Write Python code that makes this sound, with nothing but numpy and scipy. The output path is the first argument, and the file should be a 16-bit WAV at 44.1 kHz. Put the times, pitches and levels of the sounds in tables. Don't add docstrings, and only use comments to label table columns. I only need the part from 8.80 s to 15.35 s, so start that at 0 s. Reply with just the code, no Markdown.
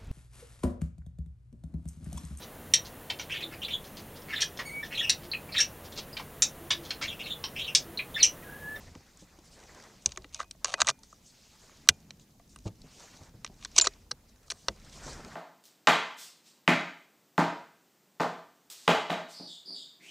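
import sys
import numpy as np
from scipy import signal
from scipy.io import wavfile
from scipy.ndimage import uniform_filter1d

SR = 44100
rng = np.random.default_rng(int(sys.argv[2]) if len(sys.argv) > 2 else 0)


def store_pcm(level_fs):
    pcm = np.round(np.clip(level_fs, -1, 1) * 32767).astype(np.int16)
    wavfile.write(sys.argv[1], SR, np.atleast_2d(pcm).T)


N = 288987

# pitch_hz, level_db, t60_s
STEEL = [(4035, 11, 0.0073), (4505, 8.5, 0.014), (4850, 8, 0.0091), (5430, 11, .009), (5710, 7, 0.018),
         (6184, 7, 0.008), (6620, 7, 0.0077), (7022, 6, 0.0066), (6925, -9.5, 0.016), (7740, -5, 0.013)]
EDGE = [(8720, 3.5, 0.0022), (9040, -4, 0.012), (9430, -4.5, 0.0007), (10900, -15, 0.0017)]
STOCK = [(692, -3, 0.022), (935.4, -5.5, 0.0091), (1199.6, 16.5, 0.0077), (1547, 2.5, 0.014),
         (2005, -1, 0.018)]
ACTION = [(2355, 0, 0.0074), (2832, -3.5, 0.016), (3133, -6.5, 0.015), (3420, -4.5, 0.015), (3710, -3, .01)]
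# pitch_hz, level_db, t60_s
SNAP = [(12200, 0.5, 0.0034), (13100, -7, 0.0017), (15000, -9, 0.0022)]
# pitch_hz, level_db, t60_s
BENCH = [(186, -0.5, 0.017), (268.5, -2.5, .04), (337, 0.5, 0.063), (420, -0.5, 0.09)]


def rifle():
    parts = STEEL[:5], STEEL[5:], EDGE, STOCK[:3], STOCK[3:], ACTION, SNAP, BENCH, STOCK[:1]
    forces = clack_forces() + slide_forces() + tick_forces()
    return sum(ring(modes, force) for modes, force in zip(parts, forces))


CHATTER_T60_S, CHATTER_DB_PER_EDGE = 0.011, 0.0134
SNAP_DB, SNAP_PER_EDGE, SNAP_PER_FORCE = -12, 1.8, 0.45
BENCH_DB = -19.5
# start_s, steel level_db; stock_db, action_db and edge_db relative to steel;
# steel_tilt_db and stock_tilt_db, upper over lower modes
CLACKS = [(0.1508, -51, 0, -1, -13, 1, -4), (0.3725, -51.5, -22, -17, -7, 6, -2),
          (0.9466, -49, -4, -14, -7, 1, -10), (0.999, -53, 0.5, -12, -15, -1, 13),
          (1.2222, -57, -14, -12, 1, 6, -4), (1.2594, -14.5, -19, -11.5, -14, 6.5, -4),
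          (1.2903, -49, -10, 7, -6, 1, -5), (1.319, -36.5, -13, -10, -20, 0, 5),
          (1.36, -51, -15, 2, -14, 0, -4), (1.3732, -34, -3.5, -0.5, -18, 1, 1),
          (1.42, -54, -16, -11, -6, -10, -7), (1.4431, -51, 12.5, 9.5, -8, -3, -2),
          (1.492, -60, -18, -11, -11, -3, -3), (1.545, -32, -16.5, -4.5, -10.5, 4, -2),
          (1.5563, -47, -13, -8, -13, -1, -12), (1.5933, -49, 14, -7, -32, -4, -5),
          (1.6018, -41, 9, 3, -14, 4, -11), (1.6113, -49.5, 8, -10, -17, -3, 11),
          (1.6285, -46.5, 6.5, -11, -11, -4, 1), (1.7103, -34.5, -23, -5, -8.5, 0, -1),
          (1.845, -16.5, -10.5, -11, -18.5, 1, -6), (1.8541, -30, 1, -4, -29, 0, -5),
          (1.9389, -21.5, -1, -3.5, -20, 1, 0), (2.0024, -23, 1.5, -2, -26, -4.5, -4.5),
          (2.008, -22.5, -3.5, -0.5, -11, 0, 1), (2.0163, -12.5, -2, 0, -21, -1.5, -3),
          (2.046, -44, 2, 5, -12, 4, -12.5), (2.07, -25.5, -10, -2, -7, 10, 4),
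          (2.0767, -25.5, -1, -1, -27, -1, 7), (2.0857, -18, -5.5, -2, -12.5, -1, -9.5),
          (2.0907, -23, 0, -1, -13, -2, -4), (2.0952, -24, -3.5, -11, -11, 1, -2),
          (2.1001, -23.5, -7, 0, -12, 0, 3), (2.1084, -37, -2, -14, -21, 0, -6),
          (2.19, -57, -21, -24, 2, 9.5, -16.5), (2.233, -49.5, -10, -23, -3, -4, -14),
          (2.327, -62.5, 10.5, 1, -5, 14, -21), (2.8948, -67.5, 9, 6, -10, -11, -12),
          (3.0732, -50.5, 6, -1, -9, -3, -3.5), (3.0877, -6, -8, -2.5, -8.5, -1, 11.5),
          (3.0939, -17.5, -20, -2, -9, -3.5, -8), (3.3057, -39.5, -4.5, -2, -15, -3.5, 1.5),
          (3.396, -60.5, -15, 1, -15.5, 10, -14), (3.5951, -69, 7, 4, -8.5, 7.5, -10),
          (3.76, -54.5, 6, 5.5, 7, -5, 0), (3.7872, -53, -17, -2, -4, -1, -9),
          (4.0165, -50, -23, -10.5, -8, -10, -5.5), (4.6457, -29, -7.5, -4.5, -14.5, -0.5, 0.5),
          (4.663, -44, 1.5, 1.5, -23.5, -7.5, 3), (4.6746, -53, -2, 3, -26, -5, -11),
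          (4.825, -50, 2.5, 9, -23, -8.5, -3), (4.8481, -30.5, -5, -2, -14.5, 2, 8),
          (4.855, -48, 6.5, 9, -28, -10.5, -7), (4.9629, -25, -10.5, -3, -14, -6.5, -11.5),
          (4.9803, -12, -17, -0.5, -12, 3.5, -1), (4.9837, -9.5, -13.5, -9.5, -20.5, 5, 2),
          (4.9859, -8, -18.5, -13, -19, 7, 4), (4.9975, -23.5, -14, -0.5, -18.5, -11.5, 14),
          (5.0115, -21.5, -17.5, -3.5, -13.5, -7, 8), (5.0191, -28, -13, -9, -19.5, -1, -0.5),
          (5.0421, -27.5, -9.5, -8, -29, -2, 15.5), (5.051, -29, -23.5, -6.5, -24.5, -6.5, -1),
          (5.0583, -32, -15, 2, -26, -11.5, 2), (5.0614, -36, -12, -9, -27, -14, -5.5),
          (5.069, -18.5, -4, -23.5, -28, 4, -12.5), (5.0712, -17.5, -12.5, -7.5, -25, -3, 2.5),
          (5.135, -56.5, -13, 0.5, -16, -18.5, 1), (5.3106, -39.5, 1, -2, -18, -4.5, 3.5),
          (5.3137, -26.5, -8.5, -4.5, -12.5, -12.5, 0), (5.4953, -61.5, -7.5, -8.5, -13, -6, -12),
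          (5.5588, -63, 7, 4, -13, 2.5, 2), (5.6805, -54.5, 0.5, -10, -10.5, -4, -15.5),
          (5.701, -31.5, -4.5, 0, -5, -7, 6), (5.7057, -29, -18.5, 1, -21, -3, -4),
          (5.7137, -37, -1, 1, 0, 13, 8), (5.7183, -29.5, -5, -7, -23, -1, -5),
          (5.883, -25, 7, 5, -12.5, -13, 0.5), (6.3304, -48, -14, -12, -17, 9, -13),
          (6.447, -47, -9, 0, -12, -1, 0)]


def clack_forces():
    forces = np.zeros((9, N))
    t = np.arange(2000) / SR
    for s, db, stock, action, edge, tilt, stock_tilt in CLACKS:
        impacts = first_contact_and_rebounds(len(t))
        t60 = CHATTER_T60_S * amp(CHATTER_DB_PER_EDGE * (edge + 9))
        decay = amp(-60 * t / t60)
        burst = impacts * decay
        burst *= np.linalg.norm(decay) / np.linalg.norm(burst)
        snap = SNAP_DB + SNAP_PER_EDGE * edge + SNAP_PER_FORCE * db
        steel_db = [-tilt / 2, tilt / 2]
        stock_db = [stock - stock_tilt / 2, stock + stock_tilt / 2]
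        shares_db = np.array([*steel_db, edge, *stock_db, action, snap, stock + BENCH_DB])
        add(forces[:8], s, amp(db + shares_db)[:, None] * burst)
    return forces


SLIDE_ACTION_DB = -2.5
SLIDE_HOLLOW_DB = -4.5
# start_s, end_s, start_level_db, end_level_db,
# stock_db relative to the slide force
SLIDES = [(1.251, 1.331, -66, -56.5, -9), (1.524, 1.539, -62, -57, -11), (1.547, 1.6, -52.5, -64, -9),
          (1.589, 1.636, -46.5, -59.5, 1.5), (1.641, 1.651, -60, -73, 7), (1.843, 1.95, -51, -43.5, -0.5),
          (1.973, 2.001, -59, -51, 11.5), (2.05, 2.075, -65.5, -40.5, 7.5), (3.857, 3.895, -53, -64, -3),
          (4.789, 4.843, -69.5, -55, -7), (4.94, 4.987, -63, -30, -9), (5.018, 5.041, -37, -53.5, -6),
          (5.046, 5.068, -37, -47, 0)]


def slide_forces():
    forces = np.zeros((9, N))
    scrape = grains(per_s=6000, spread_db=7.5)
    for start, end, start_db, end_db, stock in SLIDES:
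        size = round((end - start) * SR)
        level = signal.windows.tukey(size, 0.15) * amp(np.linspace(start_db, end_db, size))
        force = level * scrape[round(start * SR):][:size]
        shares_db = [-3.5, -3.0, -14.0, stock - 1.5, stock - 14.0, SLIDE_ACTION_DB]
        add(forces[:6], start, amp(shares_db)[:, None] * force)
        add(forces[8], start, amp(stock + SLIDE_HOLLOW_DB) * force)
    return forces


TICKS_PER_S, TICKS_DB = 7, -33


def tick_forces():
    forces = np.zeros((9, N))
    t = np.arange(2000) / SR
    ticks = amp(TICKS_DB + curve(RUSTLE)[0]) * grains(per_s=TICKS_PER_S, spread_db=0.0)
    burst = first_contact_and_rebounds(len(t)) * amp(-60 * t / CHATTER_T60_S)
    shares = amp([[0], [0], [-11.0], [-6.0], [-11.0], [-4.0]])
    forces[:6] = shares * signal.oaconvolve(ticks, burst)[:N]
    return forces


# pitch_hz, level_db, t60_s
CASE = [(7025, -8, .055), (7138, 0, .05)]
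BARREL = [(2418, 0, .3), (1454, -10, .3)]
MAGAZINE = [(2503, 0, .22), (641, -4, .25), (910, -4, .15)]
FAINT_RING = [(891, 0, 0.19)]
# start_s, level_db
CASE_KNOCKS = [(4.998, -38), (5.016, -12), (5.046, -28), (5.049, -31)]
BARREL_KNOCKS = [(2.102, -60), (3.089, -58)]
MAGAZINE_KNOCKS = [(1.556, -55.5), (1.63, -60.5), (1.94, -46.5), (4.998, -39)]
FAINT_RING_KNOCKS = [(2.186, -61.5), (3.857, -54)]


def thin_parts():
    t = np.arange(SR // 2) / SR
    out = np.zeros(N)
    struck = [(CASE, CASE_KNOCKS), (BARREL, BARREL_KNOCKS),
              (MAGAZINE, MAGAZINE_KNOCKS), (FAINT_RING, FAINT_RING_KNOCKS)]
    for modes, knocks in struck:
        tone = sum(amp(db - 60 * t / t60) * np.sin(2 * np.pi * hz * t) for hz, db, t60 in modes)
        onset = np.minimum(t / 0.00027, 1)
        for s, db in knocks:
            add(out, s, amp(db) * tone * onset)
    return out


RATTLE_DB = -14.5
# multiple of the pitch, level_db
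TABLE = [(0.999, -2.5), (1.7, -6), (2.902, -9), (4.6, -15.5)]
# start_s, level_db, pitch_hz, t60_s
THUMPS = [(0.066, -40.5, 87, 0.2), (0.116, -37, 110, .04), (0.158, -27, 278, 0.019), (0.162, -41, 89, .13),
          (0.419, -44.5, 182, 0.13), (0.586, -43.5, 330, 0.05), (1.262, -33, 74, 0.15),
          (1.375, -39.5, 373, 0.099), (1.38, -45, 63, 0.32), (1.446, -46.5, 292, 0.092),
          (1.75, -52.5, 644, .036), (2.02, -41, 75, .15), (2.093, -39.5, 132, 0.14),
          (3.094, -26.5, 86.8, 0.11), (3.598, -51, 690, .05), (3.855, -28, 195, .06),
          (3.861, -17, 108.3, 0.056), (3.874, -43.5, 312, .036), (3.880, -35, 104.5, 0.14),
          (4.038, -44, 150.2, 0.18), (4.409, -36.5, 88, .11), (4.54, -41, 111.8, 0.11),
          (4.697, -39, 214, 0.055), (4.988, -37.5, 378, 0.12), (5.07, -26.5, 397, 0.048),
          (5.315, -39, 487, .05), (5.32, -40.5, 134.4, .09), (5.72, -42, 405, .04), (5.736, -47, 80, .15),
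          (5.884, -20, 548, 0.028), (5.889, -29, 59.3, 0.11), (5.9, -37, 202, 0.095),
          (6.259, -38.5, 138, 0.2)]


def table():
    t = np.arange(12000) / SR
    out = np.zeros(N)
    rattles = band(rng.standard_normal((len(THUMPS), len(t))), 340, 710, order=2)
    for (s, db, hz, t60), x in zip(THUMPS, rattles):
        modes = sum(amp(d - 60 * t * np.sqrt(k) / t60) * np.sin(2 * np.pi * hz * k * t) for k, d in TABLE)
        rattle = amp(RATTLE_DB - 60 * t / (0.86 * t60)) * unit_rms(x)
        onset = 1 - np.exp(-t * hz / 0.41)
        add(out, s, amp(db) * (modes + rattle) * onset)
    return out


def ground_bounce(gun):
    return amp(-28.5) * scattered(gun, 0.011)


STROKE_LEAN = 0.54
# start_s, treble swish level_db, dull rub level_db
RUSTLE = [(0.0, -57.5, -57.5), (0.2, -66, -66), (0.71, -68, -66), (0.82, -62, -59), (1.0, -59, -57),
          (1.3, -66, -68), (1.7, -75, -75), (1.98, -66.5, -70.5), (2.28, -76.5, -72), (2.6, -62.5, -71),
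          (2.96, -63, -65.5), (3.4, -74, -74.5), (3.95, -71.5, -74.5), (4.22, -56, -58.5), (4.45, -63, -64),
          (4.52, -72, -69), (4.72, -70, -70.5), (5.03, -59, -63), (5.3, -74.5, -74), (5.89, -70, -66.5),
          (6.13, -58.5, -60), (6.28, -55, -48), (6.4, -58.5, -52), (6.55, -57.5, -52.5)]
# start_s, length_s, peak pressure level_db
STROKES = [(0.388, 0.078, -59.5), (0.638, 0.077, -59.5), (.71, 0.1, -59.5), (2.229, 0.047, -61.5),
           (2.258, 0.19, -66.5), (2.435, 0.12, -60), (2.707, 0.041, -70), (2.79, 0.15, -66),
           (2.95, 0.042, -78), (3.39, 0.078, -66), (3.69, 0.079, -63), (3.838, 0.06, -60.5),
           (4.12, 0.17, -63), (4.349, 0.04, -61.5), (4.412, 0.061, -67.5), (5.483, 0.032, -66),
           (5.66, .06, -66.5), (5.713, 0.3, -61), (6.119, 0.14, -55.5), (6.227, 0.19, -50.5)]
# frequency_hz, level_db per Hz
SWISH = [(1350, -26.5), (2300, -5.5), (2560, -2.5), (2780, -4), (4720, -1.5), (6780, -1.5), (8310, -9),
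         (11200, -22), (14000, -20.5)]
RUB = [(250, -6.5), (450, -0.5), (800, -2.5), (1300, -6), (2050, -7.5), (2500, -13), (3200, -43)]
STROKE = [(2800, -2), (3800, 1), (5000, 6.5), (7500, 3.5), (9500, -5), (12000, -26.5)]


def sleeves():
    swish_db, rub_db = curve(RUSTLE)
    crackle = 1.5 + 0.9 * uniform_filter1d(abs(grains(per_s=75, spread_db=5.0)), 100)
    pressure = np.zeros(N)
    for s, length, db in STROKES:
        phase = np.linspace(0, 1, round(length * SR)) ** STROKE_LEAN
        add(pressure, s, amp(db) * np.sin(np.pi * phase))
    swish = amp(swish_db) * noise(SWISH, patchy_db=2.0)
    rub = amp(rub_db) * noise(RUB, patchy_db=3.0)
    strokes = pressure * noise(STROKE, patchy_db=3.0)
    return unit_rms(crackle) * (swish + rub + strokes)


# start_s, 22-71 Hz level_db, 90-244 Hz level_db
WIND = [(0.0, -53.5, -57), (0.22, -67, -68), (0.84, -63.5, -63.5), (1.12, -68.5, -61.5),
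        (1.35, -57.5, -66.5), (1.64, -62, -67), (2.04, -66.5, -63.5), (2.75, -68.5, -69.5),
        (3.19, -63, -57), (3.52, -72, -63), (3.95, -55, -61), (4.27, -67.5, -65.5), (4.55, -62.5, -60),
        (5.05, -56.5, -63), (5.28, -59, -66), (5.69, -66, -69.5), (6.38, -52, -53), (6.55, -65, -55.5)]


def wind():
    out = np.zeros(N)
    for db, (lo_hz, hi_hz) in zip(curve(WIND), ((22, 71), (90, 244))):
        lumps = unit_rms(uniform_filter1d(uniform_filter1d(rng.standard_normal(N), 2500), 2500))
        out += amp(db + 1.1 * lumps) * unit_rms(band(rng.standard_normal(N), lo_hz, hi_hz, order=2))
    return out


HISS_DB, SIDE_DB = -73.5, -73.5
# frequency_hz, level_db per Hz
HISS = [(180, -37.5), (300, -0.5), (694, -8), (923, -9.5), (1070, -17), (3030, -16.5), (6450, -14),
        (10700, -13.5), (15200, -13), (16500, -40)]
SIDE_HISS = [(200, -1), (600, -2), (3000, -8), (8000, -6.5), (15500, -7), (16500, -39.5)]


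def hiss():
    return amp(HISS_DB) * noise(HISS), amp(SIDE_DB) * noise(SIDE_HISS)


def amp(db):
    return 10 ** (np.asarray(db) / 20)


def unit_rms(x):
    return x / np.sqrt(np.mean(x ** 2) + 1e-20)


def curve(rows):
    s, *columns = np.transpose(rows)
    return [np.interp(np.arange(N) / SR, s, c) for c in columns]


def add(mix, s, sound):
    part = mix[..., round(s * SR):][..., :sound.shape[-1]]
    part += sound[..., :part.shape[-1]]


def band(x, lo_hz, hi_hz, order=4):
    edges = lo_hz, min(hi_hz, SR / 2.2)
    return signal.sosfilt(signal.butter(order, edges, "bandpass", fs=SR, output="sos"), x)


def ring(modes, drive):
    t = np.arange(SR // 2) / SR
    body = np.zeros(len(t))
    for k, (hz, db, t60) in enumerate(modes):
        sign = (-1) ** k
        body += sign * amp(db - 60 * t / max(t60, 0.002)) * np.sin(2 * np.pi * hz * t)
    body = band(body, 0.73 * modes[0][0], 1.15 * modes[-1][0], order=6)
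    return signal.oaconvolve(drive, body / np.linalg.norm(body))[:N]


def first_contact_and_rebounds(size):
    impacts = rng.standard_normal(size)
    impacts[4] = 4.8
    return impacts


def grains(per_s, spread_db):
    size = amp(spread_db * np.minimum(rng.exponential(1, N), 4)) * rng.choice([-1.0, 1.0], N)
    return unit_rms(size * (rng.random(N) < per_s / SR))


def noise(points, patchy_db=0.0):
    hz = np.fft.rfftfreq(512, 1 / SR)
    a, b, patches = rng.standard_normal((N // 128 + 5, 257, 3)).T
    patches = unit_rms(uniform_filter1d(uniform_filter1d(patches, 14, 0), 10, 1))
    f, db = np.transpose(points)
    colour = np.interp(np.log(hz + 1), np.log(f), db, left=-80, right=-80)
    spectra = (a + 1j * b) * amp(colour[:, None] + patchy_db * patches)
    return unit_rms(signal.istft(spectra, nperseg=512, noverlap=384)[1][:N])


def scattered(x, delay_s):
    t = np.arange(250) / SR
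    smear = rng.standard_normal(len(t)) * np.exp(-t / 0.001)
    bounce = np.r_[np.zeros(round(delay_s * SR)), smear]
    return signal.oaconvolve(x, bounce / np.linalg.norm(bounce))[:N]


def scene():
    gun = rifle() + thin_parts()
    soft = table() + sleeves() + wind()
    common_hiss, side_hiss = hiss()
    mid = gun + ground_bounce(gun) + soft + common_hiss
    gun_width = amp(-46.0) * scattered(gun, 0.0002)
    soft_width = amp(-34.5) * np.roll(soft, 3000)
    side = side_hiss + gun_width + soft_width
    return np.array([mid + side, mid - side])


def record(dry):
    knee, ceiling = 0.7, 0.9
    room = ceiling - knee
    over = np.maximum(abs(dry) - knee, 0)
    soft = dry - np.sign(dry) * (over - room * np.tanh(over / room))
    low_pass = signal.firwin(511, 16000, window=("kaiser", 9), fs=SR)
    return signal.oaconvolve(soft, low_pass[None], "same")


dry = scene()
out = record(dry)
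store_pcm(out)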